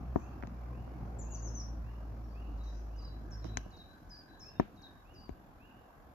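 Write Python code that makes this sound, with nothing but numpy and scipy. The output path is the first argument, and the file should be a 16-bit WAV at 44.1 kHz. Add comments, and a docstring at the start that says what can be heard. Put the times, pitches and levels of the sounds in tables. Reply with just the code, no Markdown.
"""A car's engine drones and dies away at a country level crossing, while its road noise recedes.
The engine is a few gliding harmonics; tyres, breeze and hiss are coloured stereo noise.
Close, dry knocks and clicks ring the modes of a hand-held camera's case, and fingers rub it.
Songbirds call from the trees as gliding tones, echoed by a house front and the wood."""
import sys
import numpy as np
from scipy import signal
from scipy.io import wavfile
from scipy.ndimage import uniform_filter1d

SR = 44100
rng = np.random.default_rng(int(sys.argv[2]) if len(sys.argv) > 2 else 0)


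def waveform_to_disk(signal):
    """Save audio, clipped to [-1, 1], as 16-bit WAV at the path in sys.argv[1]."""
    frames = np.transpose(np.atleast_2d(signal))
    scaled = np.clip(frames, -1, 1) * 32767
    samples = np.round(scaled).astype(np.int16)
    wavfile.write(sys.argv[1], SR, samples)


N = 270765
TIME = np.arange(N) / SR
FRAME = 2048  # noise frame, samples

# Levels are relative where a layer adds its own trim. Pan is left minus right.
# engine before its run-down: t/s, firing rate f/Hz, firing tone level/dB before trim
ENGINE_RUN = [(0.0, 61.5, -46.5), (0.12, 61.2, -37.5), (0.16, 60.5, -50.5), (0.47, 61.64, -45),
              (0.61, 59.8, -42.5), (0.92, 59.98, -44), (1.26, 55.97, -41), (1.54, 55.44, -40),
              (2.35, 56.06, -44), (2.56, 53.15, -38), (3.26, 52.88, -45), (3.55, 53.9, -42)]
# exhaust harmonics: multiple of the firing rate, relative level/dB
EXHAUST_ORDERS = [(1, 0.5), (2, -11.5), (3, -24), (4, -24.5)]
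# shared level of the harmonics above the firing tone: t/s, added level/dB
OVERTONE_LEVEL = [(0, 2), (.6, 3), (1.2, 2), (2.2, 0.8), (2.7, -7.5), (3.5, 6)]
# car on the road, before trim: t/s, body rumble level/dB, tyre roar level/dB
ROAD_LEVELS = [(0.0, -53.5, -58.5), (0.61, -52.5, -60), (1.13, -52.5, -58.5), (1.81, -55, -62),
               (3.54, -57, -62.5), (3.85, -62.5, -65.5), (4.7, -61.5, -65.5), (6.14, -65, -64.5)]
# colour of the body rumble: f/Hz, relative density/dB
RUMBLE_COLOUR = [(28, 0), (42, 3), (85, 5.5), (140, 1), (230, 0.5), (320, -1.5), (430, -11.5), (600, -11),
                 (1200, -70)]
# colour of the tyre roar: f/Hz, relative density/dB
TYRE_COLOUR = [(200, -3), (400, -4.5), (560, -4), (730, 2.5), (880, -2.5), (1100, -2.5), (1400, -8),
               (1650, -12.5), (2000, -17), (2600, -21), (3400, -33.5), (7000, -69)]

# knocks on the case: t/s, peak level/dB before pan, pan/dB, contact sharpness f/Hz, ring length factor
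CASE_KNOCKS = [(0.1593, -14.5, 10.5, 1140, 1.2), (0.4357, -30, 9.5, 1929, 0.6),
               (0.8769, -38.5, -2, 1400, 0.54), (3.4449, -40, -18, 1130, 0.46),
               (3.4512, -38, -10, 722, 1.9), (3.572, -30, 12, 770, 1), (3.661, -40.5, -6, 835, 0.96),
               (4.598, -12.5, 10, 2170, 1.3), (5.2929, -34.5, 19, 880, 1.24)]
# soft bumps of the grip: t/s, starting level/dB, f/Hz, t60/s
GRIP_BUMPS = [(3.448, -50, 176, 0.11), (3.663, -37.5, 47.2, 0.11), (3.662, -41, 125, .05),
              (4.063, -41, 47, 0.15), (5.306, -34, 64, 0.086)]
# ringing modes of the case: left f/Hz, relative level/dB, t60/s before the length factor, signed right gain
CASE_MODES = [(211, -11, 0.13, 0.56), (295, 1, 0.034, 0.81), (368, 6.5, 0.024, -0.59),
              (523, -6.5, 0.02, -0.38), (713, 0.2, 0.019, 0.68), (947, -5, 0.027, -0.45),
              (1140, -7.5, 0.011, 1.8), (1770, -6.5, 0.015, -0.44), (2291, -17, 0.011, 0.8),
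              (3900, -16, 0.023, -0.087), (5200, -8, 0.013, 0.58), (6160, 0, 0.0098, -0.21)]
# clicks of a plastic catch: t/s, peak level/dB before pan, pan/dB, contact sharpness f/Hz, ring length factor
CATCH_CLICKS = [(.4252, -37, -10, 1686, 1.3), (.4353, -35.5, 6, 1390, 1.2), (.4720, -43, 14, 5040, 0.37),
                (3.4436, -47.5, -17, 7110, 0.69), (3.5716, -20, 8.5, 7830, 1.7),
                (5.2922, -49.5, 15, 3690, 2)]
# ringing modes of the catch: left f/Hz, relative level/dB, t60/s before the length factor, signed right gain
CATCH_MODES = [(1060, -8.5, 0.032, 0.91), (1670, 6.5, 0.0057, -1.24), (2260, 11, 0.0039, 1),
               (2980, 0, 0.0066, -0.57), (4020, 2, 0.0099, -0.32), (6580, 14, 0.0068, -0.64),
               (9900, 6, 0.007, -0.26)]
# fingers rubbing the case: t/s, level/dB
FINGER_RUBS = [(3.447, -57), (3.578, -59)]
# colour of the rubbing: f/Hz, relative density/dB
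RUB_COLOUR = [(450, 10), (950, -1), (3000, 2.5), (4000, -6), (6200, 4), (8000, -24)]

# the warbler's low syllable: t/s, length/s, pitch f/Hz, level/dB, echo level/dB relative to the note, pan/dB
LOW_NOTES = [(2.566, 0.09, 3860, -68.5, 4, 3), (3.407, 0.073, 3862, -69, -2, 5),
             (3.700, 0.081, 3820, -64, 5.5, 1.5), (4.753, 0.068, 3790, -68, 12, 2.5)]
# the warbler's high syllable: t/s, length/s, pitch f/Hz, level/dB, echo level/dB relative to the note, pan/dB
HIGH_NOTES = [(2.956, 0.081, 4920, -63.5, 2.5, -1), (4.088, 0.08, 4960, -56.5, -3, 0),
              (5.133, .082, 4870, -63, -2, 0.29)]
# the warbler's top syllable: t/s, length/s, pitch f/Hz, level/dB, echo level/dB relative to the note, pan/dB
TOP_NOTES = [(3.303, .062, 5390, -57.5, -8, -1), (4.391, 0.058, 5290, -55, -1, -0.5)]
# a far bird's rising whistles: t/s, pitch f/Hz, level/dB
FAR_WHISTLES = [(0.191, 2536, -71.5), (.722, 2659, -74.5), (1.235, 2600, -73), (1.825, 2645, -73),
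                (2.336, 2630, -69.5), (2.888, 2710, -76.5), (3.534, 2720, -73), (4.421, 2550, -70.5),
                (5.041, 2700, -71), (5.588, 2670, -70)]
# another bird's thin, swelling notes: t/s, length/s, level/dB
FAR_PIPES = [(2.632, .13, -77), (2.989, 0.2, -74.5), (3.426, 0.146, -71), (3.822, 0.15, -71.5),
             (4.274, 0.14, -73.5)]
# faint chirps, and (4.922 s) a late echo of the warbler's low syllable: t/s, pitch f/Hz, level/dB
FAINT_NOTES = [(0.271, 4600, -85), (1.04, 6200, -87), (1.32, 4760, -77), (2.221, 5490, -79),
               (2.289, 4620, -79), (4.53, 3700, -79), (4.922, 3850, -78)]
# bursts of twitter deep in the wood: t/s, length/s, centre pitch f/Hz, level/dB
TWITTER_BURSTS = [(0.154, 0.084, 6330, -85.5), (2.632, 0.16, 5790, -82.5)]
# falling slur: share of the note, pitch ratio, loudness (0-1)
SLUR_SHAPE = [(0, 1.1, 0), (.14, 1.07, .75), (.5, 1.005, 1), (.78, .935, 1), (1, .8, .05)]
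# rising whistle: share of the note, pitch ratio, loudness (0-1)
WHISTLE_SHAPE = [(0, .86, 0), (.2, .945, .8), (.5, 1.03, 1), (.82, 1.088, .9), (1, 1.095, 0)]
# nearly level, swelling pipe: share of the note, pitch ratio, loudness (0-1)
PIPE_SHAPE = [(0, 1.003, 0), (.12, 1, .5), (.45, 1, 1), (.85, 1, .9), (1, .997, 0)]
# slightly falling faint note: share of the note, pitch ratio, loudness (0-1)
FAINT_SHAPE = [(0, 1.02, 0), (.3, 1.005, 1), (.6, .99, .8), (1, .97, 0)]
# low syllable, a deep swoop: share of the note, pitch ratio, loudness (0-1)
LOW_SHAPE = [(0, 1.85, 0), (.06, 1.68, .22), (.17, 1.16, .45), (.29, 1.03, .6), (.6, .997, 1),
             (.8, .995, .8), (1, .95, 0)]
# high syllable, a shallower swoop: share of the note, pitch ratio, loudness (0-1)
HIGH_SHAPE = [(0, 1.48, 0), (.07, 1.32, .16), (.17, 1.08, .33), (.28, 1.01, .7), (.58, .995, 1),
              (.86, .935, 1), (1, .9, 0)]
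# top syllable, a swoop and late drop: share of the note, pitch ratio, loudness (0-1)
TOP_SHAPE = [(0, 1.39, 0), (.08, 1.27, .25), (.2, 1.07, .45), (.34, 1, .9), (.5, 1, 1), (.78, 1, 1),
             (.88, .93, .2), (1, .8, .08)]

# colour of the breeze: f/Hz, relative density/dB
BREEZE_COLOUR = [(22, -38), (33, -29), (44, 22.5), (70, 11), (110, -16), (250, -31)]
# colour of the hiss: f/Hz, relative density/dB
HISS_COLOUR = [(1500, -4.5), (2600, 0.5), (3400, 3), (4500, -3.5), (6300, -7.5), (7300, -1), (8300, -41),
               (10000, -7), (12500, 1), (14500, -3)]
# likeness of left and right in every noise: f/Hz, coherence (0-1)
STEREO_LIKENESS = [(60, 0.76), (130, 0.81), (290, 0.9), (630, 0.51), (1380, 0.027), (3000, 0.013)]
# far-off ringing: t/s, gain; then f/Hz, relative density/dB
RING_SWELL = [(2.5, 0.37), (4.25, 1), (4.9, 0.94), (5.2, 0.53)]
RING_COLOUR = [(1300, -47), (1520, 1.0), (1620, -1.0), (1720, -1.5), (2000, -40.0)]
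# haze of birdsong: t/s, gain; then f/Hz, relative density/dB
CHORUS_SWELL = [(0, 0.93), (3.5, 1), (5.5, 0.42)]
CHORUS_COLOUR = [(2800, -25), (4000, -2.0), (5600, 0.0), (6800, -7.0), (8000, -46)]

# the engine runs down, sagging steadily and fading ever faster
RUN_DOWN_AT_S, SAG_HZ_PER_S, FADE_DB_PER_S2 = 3.53, 33, 390
# after each knock the case settles with a weaker, duller, longer blow
REBOUND_S, REBOUND_DB, REBOUND_HZ, REBOUND_RING = 0.0118, -18.5, 450, 1.7
# falling series: each slur is lower, longer, louder and further right than the last
SERIES_AT_S, SLUR_GAP_S = 1.183, 0.118
SLUR_HZ, SLUR_STEP_HZ, SLUR_S, SLUR_STEP_S = 6837, -320, 0.052, 0.013
SLUR_DB, SLUR_STEP_DB, SLUR_PAN_DB, SLUR_PAN_STEP_DB = -57, 1.83, 8.5, -2
# what the notes of each far layer share
WHISTLE_S, WHISTLE_ECHO_DB, WHISTLE_PAN_DB = 0.105, -12.5, -4.5
PIPE_HZ, PIPE_ECHO_DB, PIPE_PAN_DB = 3983, -10.5, 7
FAINT_S, FAINT_ECHO_DB, FAINT_PAN_DB = 0.0906, -14, 3
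WALL_DULL_HZ = 5600
TWIG_TILT_DB_PER_OCTAVE = 19
TOP_HZ = 14550


def undb(db):
    """Decibels to gain."""
    return 10 ** (np.asarray(db) / 20)


def unit(x):
    """Scale to rms 1."""
    return x / np.sqrt(np.mean(x ** 2))


def curve(table, at=TIME):
    """Each column of a table, joined by straight lines."""
    s, *columns = np.transpose(table)
    return [np.interp(at, s, column) for column in columns]


def colour(table, hz):
    """Read (f/Hz, value) points on a log-frequency axis."""
    f, value = np.transpose(table)
    return np.interp(np.log(hz + 1), np.log(f), value)


def walk(rate):
    """Smooth random drift of rms 1, from about rate random points a second."""
    return unit(signal.resample(rng.standard_normal(int(rate * N / SR) + 2), N))


def add(out, s, sound, pan_db):
    """Mix a sound in at a time and a place between left and right."""
    i = int(s * SR)
    sides = undb(np.array([[pan_db], [-pan_db]]) / 2)
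    out[:, i:i + sound.shape[-1]] += (sides * sound)[:, :N - i]


def wash(spectrum, flicker_db):
    """Coloured stereo noise: time-frequency patches flicker, and the bass is alike on both sides."""
    hz = np.fft.rfftfreq(FRAME, 1 / SR)
    shape = (len(hz), 2 * N // FRAME + 3)
    mid, side = rng.standard_normal((2, *shape)) + 1j * rng.standard_normal((2, *shape))
    alike = np.clip(colour(STEREO_LIKENESS, hz), 0, 1)[:, None]
    patches = uniform_filter1d(rng.standard_normal(shape), size=12, axis=0)
    patches = unit(uniform_filter1d(patches, size=4, axis=1))
    gain = undb(colour(spectrum, hz)[:, None] + flicker_db * patches)
    # more sum than difference makes the sides coherent
    mid = signal.istft(mid * np.sqrt(1 + alike) * gain)[1][:N]
    side = signal.istft(side * np.sqrt(1 - alike) * gain)[1][:N]
    return np.array([mid + side, mid - side]) / np.std(mid)


def engine(flutter=0.014, uneven_db=2.0, trim_db=-1.5):
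    """Muffled exhaust: a strong firing tone with weaker, unsteady overtones, dying away at the end."""
    hz, db = curve(ENGINE_RUN)
    dying = np.maximum(TIME - RUN_DOWN_AT_S, 0)
    hz = np.maximum(hz - SAG_HZ_PER_S * dying, 0)
    db = db + trim_db - FADE_DB_PER_S2 * dying ** 2
    phase = 2 * np.pi * np.cumsum(hz * (1 + flutter * walk(25))) / SR
    overtones, = curve(OVERTONE_LEVEL)
    tone = np.zeros(N)
    for order, order_db in EXHAUST_ORDERS:
        # zero for the firing tone, one for the overtones
        is_overtone = min(abs(order - 1), 1)
        order_level = order_db + is_overtone * (overtones + uneven_db * walk(9.07))
        tone += undb(order_level) * np.sin(order * phase)
    return np.sqrt(2) * tone * undb(db)


def road(rumble_db=4, tyre_db=2):
    """Body rumble and tyre roar of the receding car, as two bands of noise on falling faders."""
    rumble, roar = curve(ROAD_LEVELS)
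    body = undb(rumble + rumble_db) * wash(RUMBLE_COLOUR, flicker_db=2.5)
    tyres = undb(roar + tyre_db) * wash(TYRE_COLOUR, flicker_db=1.5)
    return body + tyres


def strikes(hits, modes, right_tune, crack_db, crack_t60):
    """Blows ring a small plastic body; the right microphone hears each mode lower, with its own gain and sign."""
    out, t = np.zeros((2, N)), np.arange(SR // 4) / SR
    tune = np.array([[1], [right_tune]])
    muffle = signal.butter(6, 7000, fs=SR, output="sos")
    for s, db, pan_db, sharp_hz, length in hits:
        ring = np.zeros((2, len(t)))
        for hz, mode_db, t60, right in modes:
            decay = undb(mode_db - 60 * t / (t60 * length))
            ring += np.array([[1], [right]]) * decay * np.sin(2 * np.pi * hz * tune * t)
        crack = undb(crack_db - 60 * t / (crack_t60 * length)) * rng.standard_normal((2, len(t)))
        raw = ring + crack
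        # a softer contact pushes for longer and dulls the blow
        contact = signal.butter(2, min(sharp_hz, SR / 3), fs=SR, output="sos")
        blow = signal.sosfilt(contact, raw) + 0.045 * raw
        # the body lets less through above 7 kHz
        blow = signal.sosfilt(muffle, blow) + 0.14 * blow
        peak = np.abs(blow).max(axis=1, keepdims=True)
        add(out, s, -undb(db) * blow / peak, pan_db)
    return out


def handling():
    """Knocks with their rebounds, catch clicks, and soft low bumps of the hand as decaying sines."""
    rebounds = [(s + REBOUND_S, db + REBOUND_DB, pan_db, REBOUND_HZ, length * REBOUND_RING)
                for s, db, pan_db, _, length in CASE_KNOCKS]
    out = strikes(CASE_KNOCKS + rebounds, CASE_MODES, right_tune=0.908, crack_db=-22, crack_t60=0.22)
    out += strikes(CATCH_CLICKS, CATCH_MODES, right_tune=0.87, crack_db=-1, crack_t60=0.02)
    t = np.arange(SR // 2) / SR
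    for s, db, hz, t60 in GRIP_BUMPS:
        add(out, s, undb(db - 60 * t / t60) * np.sin(2 * np.pi * hz * t), 0)
    return out


def rubbing(attack_s=0.0066, t60=0.31):
    """Fingers slide briefly over the case as the grip shifts: quick-rising, decaying noise."""
    level = np.zeros(N)
    for s, db in FINGER_RUBS:
        since = np.maximum(TIME - s, 0)
        level += np.minimum(since / attack_s, 1) * undb(db - 60 * since / t60)
    return level * wash(RUB_COLOUR, flicker_db=5)


def scatter(sound, t60, build_s=0.00063):
    """Dense faint reflections, different for each side, that build up and decay at the t60 rate."""
    t = np.arange(SR) / SR
    tail = rng.standard_normal((2, SR)) * np.minimum(t / build_s, 1) * undb(-60 * t / t60)
    tail /= np.sqrt(np.sum(tail ** 2, axis=1, keepdims=True))
    return signal.fftconvolve(sound, tail, axes=1)[:, :N]


def bird(notes, shape, echo_s, twig_db, wood_db, wood_t60, waver, shimmer_db):
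    """Gliding, unsteady notes; a house front slaps them back dully, twigs and wood scatter their highest parts."""
    out, scattered = np.zeros((2, 2, N))
    for s, length, hz, db, echo_db, pan_db in notes:
        n = int(length * SR)
        ratio, loud = curve(shape, np.linspace(0, 1, n))
        tremble, shimmer = rng.standard_normal((2, SR // 2))
        tremble = unit(uniform_filter1d(tremble, size=120))[:n]
        shimmer = unit(uniform_filter1d(uniform_filter1d(shimmer, size=400), size=300))[:n]
        phase = 2 * np.pi * np.cumsum(hz * ratio * (1 + waver * tremble)) / SR
        # at these short wavelengths the two microphones are about a quarter cycle apart
        pair = np.sqrt(2) * np.array([np.sin(phase), np.cos(phase)])
        note = undb(db + shimmer_db * shimmer) * loud * pair
        dull = np.minimum(max(WALL_DULL_HZ, hz) / (hz * ratio), 1) ** 4
        echo = note * dull * undb(echo_db)
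        bright = undb(TWIG_TILT_DB_PER_OCTAVE * np.log2(ratio))
        for at, sound in (s, note), (s + echo_s, echo):
            add(out, at, sound, pan_db)
            add(scattered, at, sound * bright, pan_db)
    twigs = undb(twig_db) * scatter(scattered, t60=0.085)
    wood = undb(wood_db) * scatter(scattered, wood_t60, build_s=echo_s / 2)
    return out + twigs + wood


def falling_series(count=4, echo_db=-11.0):
    """A near bird steps down through a few high slurs, each one a downward glide."""
    notes = [(SERIES_AT_S + k * SLUR_GAP_S, SLUR_S + k * SLUR_STEP_S, SLUR_HZ + k * SLUR_STEP_HZ,
              SLUR_DB + k * SLUR_STEP_DB, echo_db, SLUR_PAN_DB + k * SLUR_PAN_STEP_DB)
             for k in range(count)]
    return bird(notes, SLUR_SHAPE, echo_s=0.048, twig_db=-3, wood_db=-2.5, wood_t60=0.36,
                waver=0.011, shimmer_db=2)


def warbler():
    """A warbler see-saws between three syllables, each swooping down onto a held pitch."""
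    low = bird(LOW_NOTES, LOW_SHAPE, echo_s=0.061, twig_db=-8, wood_db=-8, wood_t60=0.33,
               waver=0.009, shimmer_db=2.5)
    high = bird(HIGH_NOTES, HIGH_SHAPE, echo_s=0.058, twig_db=-6, wood_db=-6.5, wood_t60=0.3,
                waver=0.01, shimmer_db=2.5)
    top = bird(TOP_NOTES, TOP_SHAPE, echo_s=0.054, twig_db=-6, wood_db=-4, wood_t60=0.33,
               waver=0.003, shimmer_db=1.5)
    return low + high + top


def twitter(spread, gap_s=0.0026, note_s=0.012, echo_db=-18, pan_db=7):
    """Quick, tiny, overlapping notes scattered about the pitch of each burst."""
    return [(s + at, note_s, hz * (1 + spread * rng.standard_normal()), db, echo_db, pan_db)
            for s, length, hz, db in TWITTER_BURSTS
            for at in np.arange(0, length, gap_s)]


def far_birds():
    """Rising whistles, thin pipes, twitter, faint chirps and a late echo of the warbler's low syllable."""
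    rising = [(s, WHISTLE_S, hz, db, WHISTLE_ECHO_DB, WHISTLE_PAN_DB) for s, hz, db in FAR_WHISTLES]
    thin = [(s, length, PIPE_HZ, db, PIPE_ECHO_DB, PIPE_PAN_DB) for s, length, db in FAR_PIPES]
    short = [(s, FAINT_S, hz, db, FAINT_ECHO_DB, FAINT_PAN_DB) for s, hz, db in FAINT_NOTES]
    whistles = bird(rising, WHISTLE_SHAPE, echo_s=0.085, twig_db=-12, wood_db=-1, wood_t60=0.8,
                    waver=0.005, shimmer_db=1.5)
    pipes = bird(thin, PIPE_SHAPE, echo_s=0.048, twig_db=-2.0, wood_db=-7.5, wood_t60=0.75,
                 waver=0.0059, shimmer_db=2.0)
    faint = bird(short, FAINT_SHAPE, echo_s=0.05, twig_db=-3, wood_db=0, wood_t60=0.45,
                 waver=0.008, shimmer_db=3)
    deep = bird(twitter(spread=0.08), PIPE_SHAPE, echo_s=0.1, twig_db=2, wood_db=3, wood_t60=0.35,
                waver=0.029, shimmer_db=1.5)
    return whistles + pipes + faint + deep


def birds():
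    """All the separate bird calls in the trees, near to far."""
    return falling_series() + warbler() + far_birds()


def outdoors(breeze_db=-62, gust_db=-0.5, air_db=-79, far_ring_db=-71, chorus_db=-82):
    """Noise beds: a breeze at the microphone, hiss, a haze of far birdsong, a far-off ringing that swells once."""
    breeze = undb(breeze_db + gust_db * walk(3.2)) * wash(BREEZE_COLOUR, flicker_db=0.5)
    ring_swell, = curve(RING_SWELL)
    ring = ring_swell * wash(RING_COLOUR, flicker_db=3.5)
    chorus_swell, = curve(CHORUS_SWELL)
    chorus = chorus_swell * wash(CHORUS_COLOUR, flicker_db=1.0)
    hiss = wash(HISS_COLOUR, flicker_db=1.2)
    return breeze + undb(air_db) * hiss + undb(far_ring_db) * ring + undb(chorus_db) * chorus


def scene():
    """Everything that reaches the camera, summed."""
    return engine() + road() + handling() + rubbing() + birds() + outdoors()


def record(dry):
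    """The camera cuts the deepest bass below 35 Hz and the top above TOP_HZ."""
    thinned = signal.sosfilt(signal.butter(6, 35, "high", fs=SR, output="sos"), dry)
    return signal.sosfilt(signal.ellip(10, 0.2, 80, TOP_HZ, fs=SR, output="sos"), thinned)


dry = scene()
out = record(dry)
waveform_to_disk(out)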